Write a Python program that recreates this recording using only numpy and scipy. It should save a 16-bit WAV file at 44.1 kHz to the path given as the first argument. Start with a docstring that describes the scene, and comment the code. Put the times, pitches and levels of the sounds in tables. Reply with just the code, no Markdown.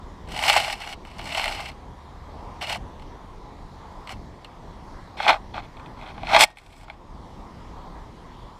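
"""A small camera rests on crusty snow in a city park, following a squirrel; far traffic rumbles and hisses.
In the first two seconds it slides twice: ice grains break under the plastic housing and set it ringing,
and single crust snaps stand out. Short nudges follow, while a far engine swells and fades near 3 s.
From 5 s the camera is pressed into the snow and rings differently. The loudest scrape comes near 6.4 s;
the recorder then turns its gain down and lets it creep back."""
import sys
import numpy as np
from scipy import signal
from scipy.fft import rfft, irfft, next_fast_len
from scipy.io import wavfile
from scipy.ndimage import uniform_filter1d, map_coordinates

SR = 44100
rng = np.random.default_rng(int(sys.argv[2]) if len(sys.argv) > 2 else 0)


def wrap_up_sound(samples):
    """Save the sound to the file named by the first command line argument, as 16-bit audio."""
    columns = np.atleast_2d(samples).T
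    # keep every value between -1 and 1, then stretch to whole-number steps
    tamed = np.clip(columns, -1, 1)
    steps = np.round(tamed * 32767).astype(np.int16)
    wavfile.write(sys.argv[1], SR, steps)


N = 378819

# Slides over the crust; knock and fizz are relative to the shell level:
# (start [s], peak [s], end [s], shell level at peak [dB], swell [dB], fade [dB], knock [dB], fizz [dB])
SCRAPES = [(0.281, 0.485, .73, -22, 24, 11.5, -0.4, -10), (0.727, .92, .94, -41.5, 1.5, 4.5, -1.5, -10.5),
           (1.048, 1.393, 1.7, -28.5, 30, 13.5, -1, -11), (2.606, 2.615, 2.655, -30, 4, 6.5, -2.5, -12.5),
           (2.662, 2.699, 2.765, -28, 10.5, 11.5, -1, -10.5), (4.064, 4.105, 4.135, -39.5, 26, 8, 3, -10),
           (5.166, 5.257, 5.265, -28, 11, 1.5, 2, -16), (5.267, 5.292, 5.33, -17, 15, 13, 8.5, -17),
           (5.335, 5.327, 5.36, -36.5, -5, 4.5, 12, -13.5), (5.535, 5.565, 5.6, -39, 4.5, 9.5, 8, -18),
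           (5.616, 5.65, 5.66, -55, -3, 5, 4, -14), (5.96, 6.107, 6.12, -44, 14, 5, 5.5, -16),
           (6.13, 6.197, 6.23, -52.5, 6, 0, 9, -18), (6.214, 6.342, 6.4, -16.5, 45.5, 2.5, 3, -15.5),
           (6.386, 6.424, 6.437, -10, 12, -2, -2, -7.5), (6.453, 6.455, 6.56, -32.5, -6, 29, 4, -10.5),
           (6.554, 6.642, 6.84, -50.5, 6, 0, 3.5, -7.5), (6.837, 6.89, 6.94, -53.5, 1, -1, 8.5, -15.5)]
# Single breaks in the crust: (time [s], strength [dB], extra strength of the knock [dB])
CRUST_SNAPS = [(0.2753, -34.5, -10), (0.3212, -20, -22), (0.3905, -11, -10), (0.4374, -8.5, -18),
               (0.4978, 3.5, -6), (0.5302, -6, -11), (0.5536, -5, -6.5), (0.6, -7.5, -3.5),
               (0.6454, -14, -7), (0.6993, -15, -4.5), (0.8081, -31, -2), (0.8175, -21, -7.5),
               (0.8355, -21.5, 1.5), (1.05, -29.5, -1), (1.1144, -30, -13), (1.1917, -24, 4.5),
               (1.3224, -16, 1), (1.3483, -10, -7), (1.3957, -12, -1), (1.4152, -12, -25),
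               (1.4411, -7.5, -11.5), (1.4574, -10.5, -0.5), (1.4785, -11, -8), (1.5948, -21.5, 5),
               (1.6616, -23.5, -28), (1.7155, -32, -16), (2.6174, -16.5, -10), (2.6718, -20, -5),
               (2.6958, -15.5, -19), (2.7544, -28, 11), (2.9966, -37, -4), (3.022, -33.5, -8),
               (4.0731, -25, -7), (4.0926, -20, -3.5), (4.4458, -24.5, -5.5), (5.2011, -15.5, 5),
               (5.229, -11.5, -3.5), (5.2645, -21.5, 14.5), (5.2814, -3.5, -16.5), (5.3044, -3.5, -7),
               (5.5383, -36, 10), (5.7683, -32.5, -3), (5.7962, -34.5, 4), (5.8601, -30.5, -8),
               (6.0122, -29, -4.5), (6.1789, -34.5, 10), (6.2322, -23, 6), (6.2951, -18, 4),
               (6.347, -1, 0.5), (6.571, -20.5, -6), (6.5844, -18.5, -26), (6.7291, -28, -8),
               (6.8808, -31, 11), (6.8992, -19.5, 3.5)]
# The tones at which each part rings: (pitch [Hz], width [Hz], relative level [dB])
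SHELL_TONES = [(1810, 150, -9), (2215, 320, 3), (2661, 33, 6.5), (2873, 177, 3.5), (4200, 670, 0),
               (4140, 190, 4)]  # the plastic shell
PRESSED_TONES = [(2167, 260, 2), (2542, 233, 0), (3320, 430, -2.5), (4320, 160, -3)]  # the shell held down into the snow
KNOCK_TONES = [(637, 91, -2), (840, 119, 0), (1181, 110, -8), (1488, 213, -10)]  # the camera's body
THUD_TONES = [(363, 130, 0)]  # the whole camera on the snow
MOUNT_TONES = [(1860, 6.5, 1), (2740, 14, 2)]  # long-ringing parts of the mount
FIZZ_TONES = [(4960, 690, 10), (5940, 1200, 1.5)]  # the fizz of breaking ice
SPARKLE_TONES = [(7760, 630, -0.5), (9400, 810, -1.5), (11900, 14000, -12)]  # its highest treble
# Far traffic, from rumble to hiss: (frequency [Hz], relative level [dB])
TRAFFIC_SPECTRUM = [(15, -24.5), (25, 4), (106, -6.5), (200, -10), (363, -14), (600, -17), (800, -14.5),
                    (1000, -12), (1240, -21), (1460, -28), (2000, -28), (2650, -37), (3300, -32.5),
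                    (5000, -37.5), (15000, -60)]
# A far engine's drone: (time [s], pitch [Hz], level [dB])
ENGINE_DRONE = [(2.2, 71.8, -49), (2.5, 77, -42), (2.9, 76.3, -42.5), (3.15, 76.2, -75)]

PRESSED_FROM_S = 5
BITE_S, LIFT_S = 0.0058, 0.022  # time for a scrape to dig in and to let go
TRAFFIC_DB, TOP_HZ = -41, 15300
FFT_SIZE = next_fast_len(N + SR // 2)  # leaves room for ringing to die away


def camera_on_snow():
    """Scrapes and snaps shake the camera, and each part rings at its own tones."""
    knock, shell, fizz, sparkle, thud = scrapes() + crust_snaps()
    pressed = np.arange(N) > PRESSED_FROM_S * SR
    return (ring(shell * ~pressed, SHELL_TONES, low_hz=1200, high_hz=5860)
            + ring(shell * pressed, PRESSED_TONES, low_hz=1280, high_hz=5700)
            + ring(knock, KNOCK_TONES, low_hz=537, high_hz=2880)
            + ring(thud, THUD_TONES, low_hz=114, high_hz=900)
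            + ring(fizz, FIZZ_TONES, low_hz=3500, high_hz=9060)
            + ring(sparkle, SPARKLE_TONES, low_hz=5500, high_hz=17000)
            + amp(-6) * ring(sparkle, MOUNT_TONES, low_hz=1000, high_hz=4000))


def scrapes():
    """Sliding crushes ice grains; gives five forces that shake the camera."""
    slip = stick_and_slip(per_s=90, settle_s=.035, steady=1.1)
    coarse, medium, fine = [unit(slip * amp(0.85 * wobble(70)) * ice_grains(per_s))
                            for per_s in (900, 1600, 2500)]
    forces = knock, shell, fizz, sparkle, thud = np.zeros((5, N))
    for start, *shape, knock_db, fizz_db in SCRAPES:
        db, contact = scrape_shape(start, *shape)
        at = slice(round(start * SR), round(start * SR) + len(contact))
        shell[at] += contact * amp(db) * medium[at]
        knock[at] += contact * amp(db + knock_db) * coarse[at]
        fizz[at] += contact * amp(db + fizz_db) * fine[at]
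        sparkle[at] += contact * amp(db + 1.97 * fizz_db + 7) * fine[at]  # brittle ice is far brighter
        thud[at] += contact * amp(1.08 * (db + knock_db) - 21.5) * coarse[at]  # needs a hard push
    return forces


def scrape_shape(start, peak, end, peak_db, swell_db, fade_db):
    """A scrape digs in, swells, fades and lets go: (level [dB], contact [0-1])."""
    t = np.arange(round(start * SR), round((end + LIFT_S) * SR)) / SR
    db = peak_db - np.interp(t, [start, np.clip(peak, start, end), end], [swell_db, 0, fade_db])
    contact = np.minimum((t - start) / BITE_S, (t[-1] - t) / LIFT_S)
    return db, np.clip(contact, 0, 1) ** 2


def stick_and_slip(per_s, settle_s, steady):
    """The crust gives way suddenly and settles, on top of a steady contact."""
    jolts = np.minimum(rng.exponential(size=N), 3) * (rng.random(N) < per_s / SR)
    return signal.lfilter([1], [1, -amp(-60 / (settle_s * SR))], jolts) + steady


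def ice_grains(per_s, spread_db=1.5):
    """Breaking grains make scattered clicks, mixed evenly with smooth sliding noise."""
    sizes = amp(spread_db * np.minimum(rng.exponential(size=N), 2.6)) * rng.standard_normal(N)
    clicks = sizes * (rng.random(N) < per_s / SR)
    return unit(unit(clicks) + rng.standard_normal(N))


def crust_snaps():
    """Each snap is a short run of fractures; gives the same five forces as the scrapes."""
    forces = knock, shell, fizz, sparkle, _ = np.zeros((5, N))  # snaps make no thud
    t = np.arange(SR // 40) / SR
    rise = 1 - np.exp(-t / 0.00023)
    fall = amp(-60 * t / 0.0025) + 0.14 * amp(-60 * t / 0.047)  # a sharp click and a faint tail
    _, scrape_peaks, *_, scrape_fizz_db = np.transpose(SCRAPES)
    for start, db, knock_db in CRUST_SNAPS:
        fizz_db = np.interp(start, scrape_peaks, scrape_fizz_db)  # as brittle as the ice around it
        crack = rise * fall * rng.standard_normal((3, len(t)))
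        crack /= np.linalg.norm(crack, axis=1, keepdims=True)
        at = slice(round(start * SR), round(start * SR) + len(t))
        knock[at] += amp(db + knock_db + 12.5) * crack[0]
        shell[at] += amp(db + 9.5) * crack[1]
        fizz[at] += amp(db + fizz_db - 4) * crack[2]
        sparkle[at] += amp(db + 1.6 * fizz_db + 9) * crack[2]
    return forces


def ring(force, tones, low_hz, high_hz):
    """A shaken part rings at its tones and gives off little below low_hz or above high_hz."""
    f = np.fft.rfftfreq(FFT_SIZE, 1 / SR)
    response = sum((-1) ** k * amp(db) * 1j * f * width / (hz ** 2 - f ** 2 + 1j * f * width)
                   for k, (hz, width, db) in enumerate(tones))
    bass_cut = f ** 2 / (low_hz ** 2 - f ** 2 + 1.2j * f * low_hz)
    treble_cut = high_hz ** 2 / (high_hz ** 2 - f ** 2 + 1.4j * f * high_hz)
    return filtered(force, unit(response * (bass_cut * treble_cut) ** 2))


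def far_traffic():
    """Distant cars blur into rumble and hiss, with slightly louder and softer patches."""
    spectrum = signal.stft(rng.standard_normal(N), nperseg=512)[2]
    patches = uniform_filter1d(rng.standard_normal(spectrum.shape), 8, axis=0)  # smooth over pitch
    patches = uniform_filter1d(patches, 20, axis=1)  # and over time
    noise = signal.istft(spectrum * amp(1.82 * unit(patches)), nperseg=512)[1][:N]
    f = np.fft.rfftfreq(FFT_SIZE, 1 / SR)
    hz, db = np.transpose(TRAFFIC_SPECTRUM)
    response = amp(np.interp(np.log(f + 1), np.log(hz + 1), db))
    return amp(TRAFFIC_DB + .6 * wobble(2.5)) * unit(filtered(noise, response))


def far_engine():
    """An engine drones by as one low, wavering tone."""
    times, *columns = np.transpose(ENGINE_DRONE)
    hz, db = [np.interp(np.arange(N) / SR, times, column) for column in columns]
    loudness = amp(db + 2.5 * wobble(9))
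    pitch = hz + 1.5 * wobble(4.8)
    return loudness * np.sin(2 * np.pi * np.cumsum(pitch) / SR)


def amp(db):
    """Turns decibels into a multiplier."""
    return 10 ** (np.asarray(db) / 20)


def unit(x):
    """Scales x to an average power of 1."""
    return x / np.sqrt(np.mean(np.abs(x) ** 2) + 1e-20)


def wobble(per_s):
    """A smooth curve through per_s random points a second."""
    return map_coordinates(rng.standard_normal(int(N * per_s / SR) + 4), [np.arange(N) * per_s / SR])


def filtered(x, response):
    """Multiplies each frequency in x by its value in response."""
    return irfft(rfft(x, FFT_SIZE) * response, FFT_SIZE)[:N]


def scene():
    """One microphone feeds both channels."""
    mono = camera_on_snow() + far_traffic() + far_engine()
    return np.array([mono, mono])


def record(dry):
    """The recorder turns down after a loud stretch, rounds off peaks and cuts the highest treble."""
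    window, lag = round(.16 * SR), round(.04 * SR)
    threshold_db, max_cut_db, recovery_db_per_s = -17, 11, 16
    power = np.abs(uniform_filter1d(dry[0] ** 2, window, origin=(window - 1) // 2, mode="constant"))
    heard_db = 10 * np.log10(np.pad(power, (lag, 0))[:N] + 1e-12)
    wanted_cut_db = np.clip(4 * (heard_db - threshold_db), 0, max_cut_db)
    recovery_db = recovery_db_per_s * np.arange(N) / SR
    cut_db = np.maximum.accumulate(wanted_cut_db + recovery_db) - recovery_db  # cuts fast, creeps back
    turned_down = dry[0] * amp(-cut_db)
    rounded = turned_down / (1 + np.abs(turned_down / .95) ** 6) ** (1 / 6)
    treble_cut = 1 / (1 + (np.fft.rfftfreq(FFT_SIZE, 1 / SR) / TOP_HZ) ** 120)
    return np.tile(filtered(rounded, treble_cut), (2, 1))


dry = scene()
out = record(dry)
wrap_up_sound(out)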